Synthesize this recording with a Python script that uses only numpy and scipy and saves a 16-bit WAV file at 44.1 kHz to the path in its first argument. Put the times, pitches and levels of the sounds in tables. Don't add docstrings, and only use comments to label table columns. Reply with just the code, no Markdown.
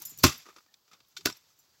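import sys
import numpy as np
from scipy import signal
from scipy.fft import rfft, irfft
from scipy.io import wavfile
from scipy.ndimage import uniform_filter1d

SR = 44100
rng = np.random.default_rng(int(sys.argv[2]) if len(sys.argv) > 2 else 0)


def decibels_to_gain(level_db):
    exponent = np.asarray(level_db, float) / 20
    return 10 ** exponent


def transcribe(u):
    v = np.clip(np.atleast_2d(u).T, -1, 1)
    q = np.round(v * 32767).astype(np.int16)
    wavfile.write(sys.argv[1], SR, q)


N = 79380


def colour(x, points):
    hz_points, db_points = np.array(points, float).T
    hz = np.maximum(np.arange(2049) * SR / 4096, 1)
    log_gain = np.interp(np.log(hz), np.log(hz_points), db_points) * np.log(10) / 20
    cepstrum = irfft(log_gain)
    cepstrum[1:2048] *= 2
    cepstrum[2049:] = 0
    response = irfft(np.exp(rfft(cepstrum)))
    return signal.fftconvolve(x, response / np.sqrt(np.sum(response ** 2)))[:N]


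def blow(at, t60, rise):
    t = np.arange(N) / SR - at
    swell = np.exp(np.minimum(t, 0) / rise)
    decay = decibels_to_gain(-60 * np.maximum(t, 0) / t60)
    return np.where(t < 0, swell, decay)


def grains(scatter_db):
    strength_db = scatter_db * np.minimum(rng.exponential(size=N), 4)
    x = rng.standard_normal(N) * decibels_to_gain(strength_db)
    return x / x.std()


def walk(rate):
    hold = int(SR / rate)
    steps = np.repeat(rng.standard_normal(N // hold + 1), hold)
    x = uniform_filter1d(uniform_filter1d(steps, hold), hold)[:N]
    return x / x.std()


def ring(x, hz, t60):
    pole = np.exp(2j * np.pi * hz / SR - np.log(1000) / (t60 * SR))
    return signal.lfilter([1], [1, -pole], x).imag


# start in seconds, levels of crack, grit and clods in dB, grit fade (t60) in s.
CHOP_EVENTS = [
    (0.2389, -12.5, -16, -26, 0.17),
    (1.259, -15.5, -29, -43.5, 0.121),
]
# time in seconds, level in dB, contact in s.
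FIRST_JOLTS = [
    (0.2386, -15.5, 0.00065),
    (0.2404, -8, 0.00031),
    (0.2447, -13.5, 0.00042),
    (0.2516, -9, 0.001),
    (.261, -19.5, 0.0013),
    (0.276, -20.5, 0.0014),
    (.29, -26.5, 0.0021),
]
SECOND_JOLTS = [
    (1.258, -20, 0.00059),
    (1.2606, -21.5, 0.00086),
    (1.273, -29.5, 0.00012),
    (1.289, -32.5, 0.0005),
    (1.315, -39.5, 0.0028),
]
# pitch in Hz, level in dB, fade (t60) in s.
FIRST_THUD = [(93, -1.5, 0.053), (142, -5.5, 0.065), (275, -3.5, 0.053), (352.4, -0.5, 0.067),
              (608, -13, 0.07), (796, -5.5, 0.02), (1065, -1.5, 0.074), (1297, 3, 0.03), (1450, -1, .04),
              (1850, -16, 0.034)]
SECOND_THUD = [(126.7, -28.5, 0.18), (309, -1.5, 0.036), (405, -5.5, 0.0375), (643, -2.5, 0.019),
               (999, -10, 0.072), (1482, 6.5, 0.046), (1830, -22, .03)]
# frequency in Hz, level in dB per Hz.
CRACK_COLOUR = [(500, -18.5), (1200, -4), (2500, -5.5), (4500, 1.5), (6500, -0.5), (9000, -16), (12500, -4),
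                (15500, -7.5)]
# frequency in Hz, level in dB per Hz.
CLOD_COLOUR = [(100, -25.5), (350, -7), (700, -14.5), (1000, -9.5), (1250, -2), (1600, -13), (2500, -13.5),
               (5000, -35.5)]
ENTRY_S = 0.0019


def chops():
    cracks, sprays, clods, thuds = 0, 0, 0, 0
    all_jolts, all_modes = (FIRST_JOLTS, SECOND_JOLTS), (FIRST_THUD, SECOND_THUD)
    for (at, crack_db, grit_db, clod_db, grit_t60), jolts, modes in zip(CHOP_EVENTS, all_jolts, all_modes):
        entry = decibels_to_gain(-16) * blow(at - 0.002, 0.02, ENTRY_S)
        cracks = cracks + decibels_to_gain(crack_db) * (blow(at, 0.013, 0.0014) + entry)
        late_shower = decibels_to_gain(-24) * blow(at, 0.5, ENTRY_S)
        sprays = sprays + decibels_to_gain(grit_db) * (blow(at, grit_t60, ENTRY_S) + late_shower)
        clods = clods + decibels_to_gain(clod_db) * blow(at + 0.0027, 0.15, 0.002)
        push = 0
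        t = np.arange(N) / SR
        for jolt_s, db, contact_s in jolts:
            bump = np.exp(-((t - jolt_s) / contact_s * 2) ** 2)
            push = push + decibels_to_gain(db) * bump / (contact_s * SR / 0.88)
        thuds = thuds + sum(decibels_to_gain(db) * ring(push, hz, t60) for hz, db, t60 in modes)
    thuds = signal.lfilter(*signal.butter(2, 99, "high", fs=SR), thuds)
    crack_sound = colour(grains(2.2) * cracks, CRACK_COLOUR)
    spray_sound = grit(grains(2.4) * sprays * decibels_to_gain(1.4 * walk(120)))
    clod_sound = colour(grains(3.7) * clods, CLOD_COLOUR)
    return thuds + crack_sound + spray_sound + clod_sound


# frequency in Hz, level in dB per Hz.
GRIT_COLOUR = [(300, -15), (1200, -7.5), (4000, -3.5), (6200, 1), (7900, -6), (8800, -19), (12000, -9),
               (15500, -15)]
# pitch in Hz, level in dB, fade (t60) in seconds.
BLADE_MODES = [(2696, -1.5, 0.022), (3717, 0.5, 0.014), (4250, -4.5, 0.006), (4897, 0, .015),
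               (5530, -3.5, 0.02), (6100, -2, 0.0057), (7583, -4.5, 0.03), (11700, -4.5, 0.0076),
               (13500, -4, 0.014)]


def grit(x):
    hiss = colour(x, GRIT_COLOUR)
    rung = 0
    for hz, db, t60 in BLADE_MODES:
        tone = ring(hiss, hz, t60) / np.sqrt(t60 * SR / 28)
        rung = rung + decibels_to_gain(db + 3.0 * walk(90)) * tone
    return hiss + decibels_to_gain(-6.5) * rung / 3


# time in seconds, grit level in dB, clod level in dB, fade (t60) in seconds.
CRUMB_EVENTS = [(.015, -49, -53.5, 0.032), (0.053, -55, -80, 0.081), (0.116, -60, -75.5, 0.068),
                (.195, -49, -56.5, .06), (0.457, -58, -56.5, 0.053), (0.463, -61.5, -54.5, 0.15),
                (0.488, -59.5, -54.5, 0.12), (0.503, -72, -63, 0.023), (0.528, -73, -59, 0.017),
                (0.563, -54, -53.5, 0.094), (.584, -59.5, -57, 0.042), (0.606, -72.5, -59.5, 0.022),
                (0.663, -66, -66, 0.033), (0.741, -50.5, -82.5, 0.027), (0.854, -73, -92, 0.025),
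                (.879, -64.5, -70.5, 0.089), (0.914, -61, -58, 0.22), (0.933, -52, -61.5, 0.048),
                (1.004, -57.5, -60, 0.027), (1.049, -64.5, -75.5, 0.014), (1.1666, -41.5, -80, 0.093),
                (1.172, -44.5, -58, 0.028), (1.268, -29, -30, 0.026), (1.209, -52, -57, 0.043),
                (1.299, -43, -38, 0.026), (1.3256, -44, -57.5, 0.017), (1.366, -58.5, -64, 0.047),
                (1.247, -73, -64, 0.018), (1.2536, -33, -65, .05), (1.277, -49, -50, 0.018),
                (.234, -29, -44.5, 0.046)]


def crumbs():
    rise_s = 0.0005
    fine = sum(decibels_to_gain(grit_db) * blow(at, t60, rise_s) for at, grit_db, _, t60 in CRUMB_EVENTS)
    clod = sum(decibels_to_gain(clod_db) * blow(at, t60, rise_s) for at, _, clod_db, t60 in CRUMB_EVENTS)
    patter_band = signal.butter(1, [2180, 8600], "band", fs=SR)
    patter = signal.lfilter(*patter_band, grains(2.2) * fine)
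    return grit(patter) + colour(grains(0.75) * clod, CLOD_COLOUR)


# time in seconds, level in dB.
STONE_TAPS = [
    (1.1683, -37),
    (1.173, -51),
    (1.181, -47),
    (1.209, -60),
    (1.269, -37),
    (1.2748, -40),
    (1.284, -47),
    (1.3, -41),
    (1.004, -61),
]
# pitch in Hz, level in dB, fade (t60) in seconds.
TAP_MODES = [(1470, 0, 0.021), (2308, -9, 0.046), (3170, -12.5, 0.062), (3632, -9, 0.046),
             (4129, -6, 0.055), (4400, -8, 0.049), (4800, -19.5, 0.067), (5453, -10, 0.049),
             (6700, -10, 0.04), (7170, -10, 0.04), (7800, -19, 0.03)]


def taps():
    out = 0
    mixes = rng.standard_normal((len(STONE_TAPS), len(TAP_MODES)))
    for (at, db), mix in zip(STONE_TAPS, mixes):
        push = np.zeros(N)
        push[int(at * SR)] = decibels_to_gain(db)
        for (hz, mode_db, t60), change in zip(TAP_MODES, mix):
            level = decibels_to_gain(mode_db + 2.4 * change + 1.5 * walk(150))
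            out = out + level * ring(push, hz, t60)
    return signal.sosfilt(signal.butter(3, 1250, "high", fs=SR, output="sos"), out)


# time in seconds, pitch in Hz,
# level in dB, fade (t60) in s.
DULL_BUMPS = [(.003, 320, -58, 0.067), (0.011, 900, -60.5, 0.15), (0.021, 1050, -66, 0.059),
              (.075, 200, -58, 0.067), (.095, 800, -62, 0.056), (0.122, 260, -55.5, 0.058),
              (0.122, 450, -60, .04), (0.189, 360, -60.5, .08), (.34, 250, -56, 0.11),
              (0.457, 1250, -54, 0.047), (.488, 1200, -55, 0.05), (.563, 1320, -50, .05),
              (.585, 1250, -54, 0.039), (0.741, 3520, -57, 0.021), (0.88, 1280, -64, .04),
              (0.929, 170, -65, 0.062), (1.191, 380, -58.5, 0.085), (1.26, 530, -36, .04),
              (1.505, 1300, -67.5, 0.062), (1.741, 1760, -72, 0.22), (.29, 1219, -45, .2)]


def bumps():
    t, out = np.arange(N) / SR, 0
    for at, hz, db, t60 in DULL_BUMPS:
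        level = decibels_to_gain(db + 3.7 * walk(120)) * blow(at, t60, 0.0022)
        out = out + level * np.sin(2 * np.pi * hz * t + 1.3 * walk(hz / 4))
    return out


# time in seconds, pitch in Hz, level in
# dB, fade (t60) in seconds.
METAL_RINGS = [(.02, 15000, -40, .03), (.022, 11000, -47, .02), (.053, 5850, -39.5, 0.047),
               (.058, 7290, -38.5, 0.056), (.052, 6966, -49.5, .8), (.054, 13380, -33, 0.044),
               (.055, 10090, -47, 0.085), (.057, 11200, -38, .02), (.058, 12260, -46, .08),
               (.068, 13380, -43, 0.087), (.07, 12260, -36.5, 0.057), (.068, 5200, -49.5, 0.14),
               (.084, 7500, -51, .1), (.097, 14860, -48, 0.065), (.095, 12260, -47, 0.13),
               (.094, 10090, -52, .05), (.098, 13380, -43, .1), (.1, 7607, -44.5, 0.092),
               (.176, 11500, -56, .03), (.187, 5846, -46, .06), (.188, 13390, -37.5, .05),
               (.188, 12260, -54, 0.11), (.188, 7585, -45, .05), (.189, 15200, -51, .03),
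               (.197, 4517, -53, .3), (.228, 13400, -43, .03), (.23, 6300, -47, .02),
               (.378, 13400, -45.5, .06), (.685, 1800, -72.5, 0.28), (0.74, 5860, -56, .01),
               (1.09, 12260, -70, .15), (1.178, 13200, -57.5, .03), (1.235, 13200, -65, .04),
               (1.29, 12000, -56, .12), (1.298, 5600, -44, .04), (1.298, 13500, -53, .05),
               (1.3, 15200, -50, .04), (1.326, 5443, -42.5, .03), (1.326, 7768, -47, .02),
               (1.37, 11900, -59, 0.058), (1.37, 13500, -59, .05), (1.372, 5490, -52, 0.036),
               (1.588, 11390, -67, 0.074), (1.59, 13370, -66, 0.087), (1.597, 5841, -65.5, .1),
               (1.59, 7289, -60, 0.082), (1.59, 14140, -69, .06)]
# time in seconds, level in dB, fade (t60) in seconds.
METAL_RATTLES = [(.001, -49.5, 0.092), (0.02, -36, 0.031), (0.031, -53, 0.055), (0.052, -38, 0.064),
                 (0.094, -49.5, 0.09), (0.176, -44, 0.03), (0.187, -41.5, 0.074), (0.226, -44, .05),
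                 (0.379, -51.5, 0.05), (1.085, -62.5, 0.054), (1.178, -54, 0.048), (1.368, -58, 0.041),
                 (1.589, -62, .12)]
# frequency in Hz, level in dB per Hz.
RATTLE_COLOUR = [(1000, -26.5), (3000, -15), (6000, -1.5), (8800, -10.5), (11500, -3), (14000, 2.5),
                 (15800, -3.5)]


def jingles():
    t, rings = np.arange(N) / SR, 0
    for (at, hz, db, t60), turn in zip(METAL_RINGS, rng.random((len(METAL_RINGS), 1))):
        level = decibels_to_gain(db + 2.7 * walk(140)) * blow(at, t60, 0.0007)
        rings = rings + level * np.sin(2 * np.pi * (hz * t + turn) + 0.6 * walk(250))
    rattles = sum(decibels_to_gain(db) * blow(at, t60, 0.0008) for at, db, t60 in METAL_RATTLES)
    return rings + colour(grains(2.5) * rattles, RATTLE_COLOUR)


# time in seconds, hiss level in dB, low air rush level in dB.
RUSTLE_LEVELS = [(0, -56, -70), (.12, -58.5, -67), (.17, -60.5, -64), (.23, -53.5, -51.5), (.3, -56, -64),
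                 (.45, -66, -80.5), (.83, -80.5, -109.5), (.95, -81.5, -85.5), (1.12, -74, -91.5),
                 (1.24, -64.5, -62.5), (1.4, -74, -84), (1.5, -69.5, -87.5), (1.8, -75, -86)]


def rustle():
    t = np.arange(N) / SR
    times, hiss_db, rush_db = np.array(RUSTLE_LEVELS, float).T
    hiss = colour(grains(1.0), GRIT_COLOUR) * decibels_to_gain(np.interp(t, times, hiss_db) + 2.2 * walk(60))
    rush_hz = 100
    rush_band = signal.butter(2, [rush_hz / 1.3, rush_hz * 1.6], "band", fs=SR)
    rush = signal.lfilter(*rush_band, rng.standard_normal(N))
    return hiss + rush / rush.std() * decibels_to_gain(np.interp(t, times, rush_db) + 2 * walk(35))


# frequency in Hz, level in dB per Hz.
WOODS_COLOUR = [(30, -6), (109, -4), (1350, -6), (2000, -14), (4700, -5.5), (7700, -12), (8900, -24.5),
                (12000, -13), (16000, -8.5)]


def forest():
    hiss = colour(rng.standard_normal(N), WOODS_COLOUR) * decibels_to_gain(-70.5 + 0.73 * walk(15))
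    insects = ring(rng.standard_normal(N), 4700, 0.004)
    return hiss + insects / insects.std() * decibels_to_gain(-81 + 3.5 * walk(18))


def scene():
    digging = chops() + crumbs() + taps() + bumps()
    return np.tile(digging + jingles() + rustle() + forest(), (2, 1))


def roll_off(x):
    return signal.sosfilt(signal.butter(12, 17150, fs=SR, output="sos"), x)


def record(dry):
    x = signal.sosfilt(signal.butter(2, 45, "high", fs=SR, output="sos"), dry)
    x = signal.sosfilt(signal.ellip(6, 0.5, 45, 15900, fs=SR, output="sos"), x)
    return roll_off(x)


dry = scene()
out = record(dry)
transcribe(out)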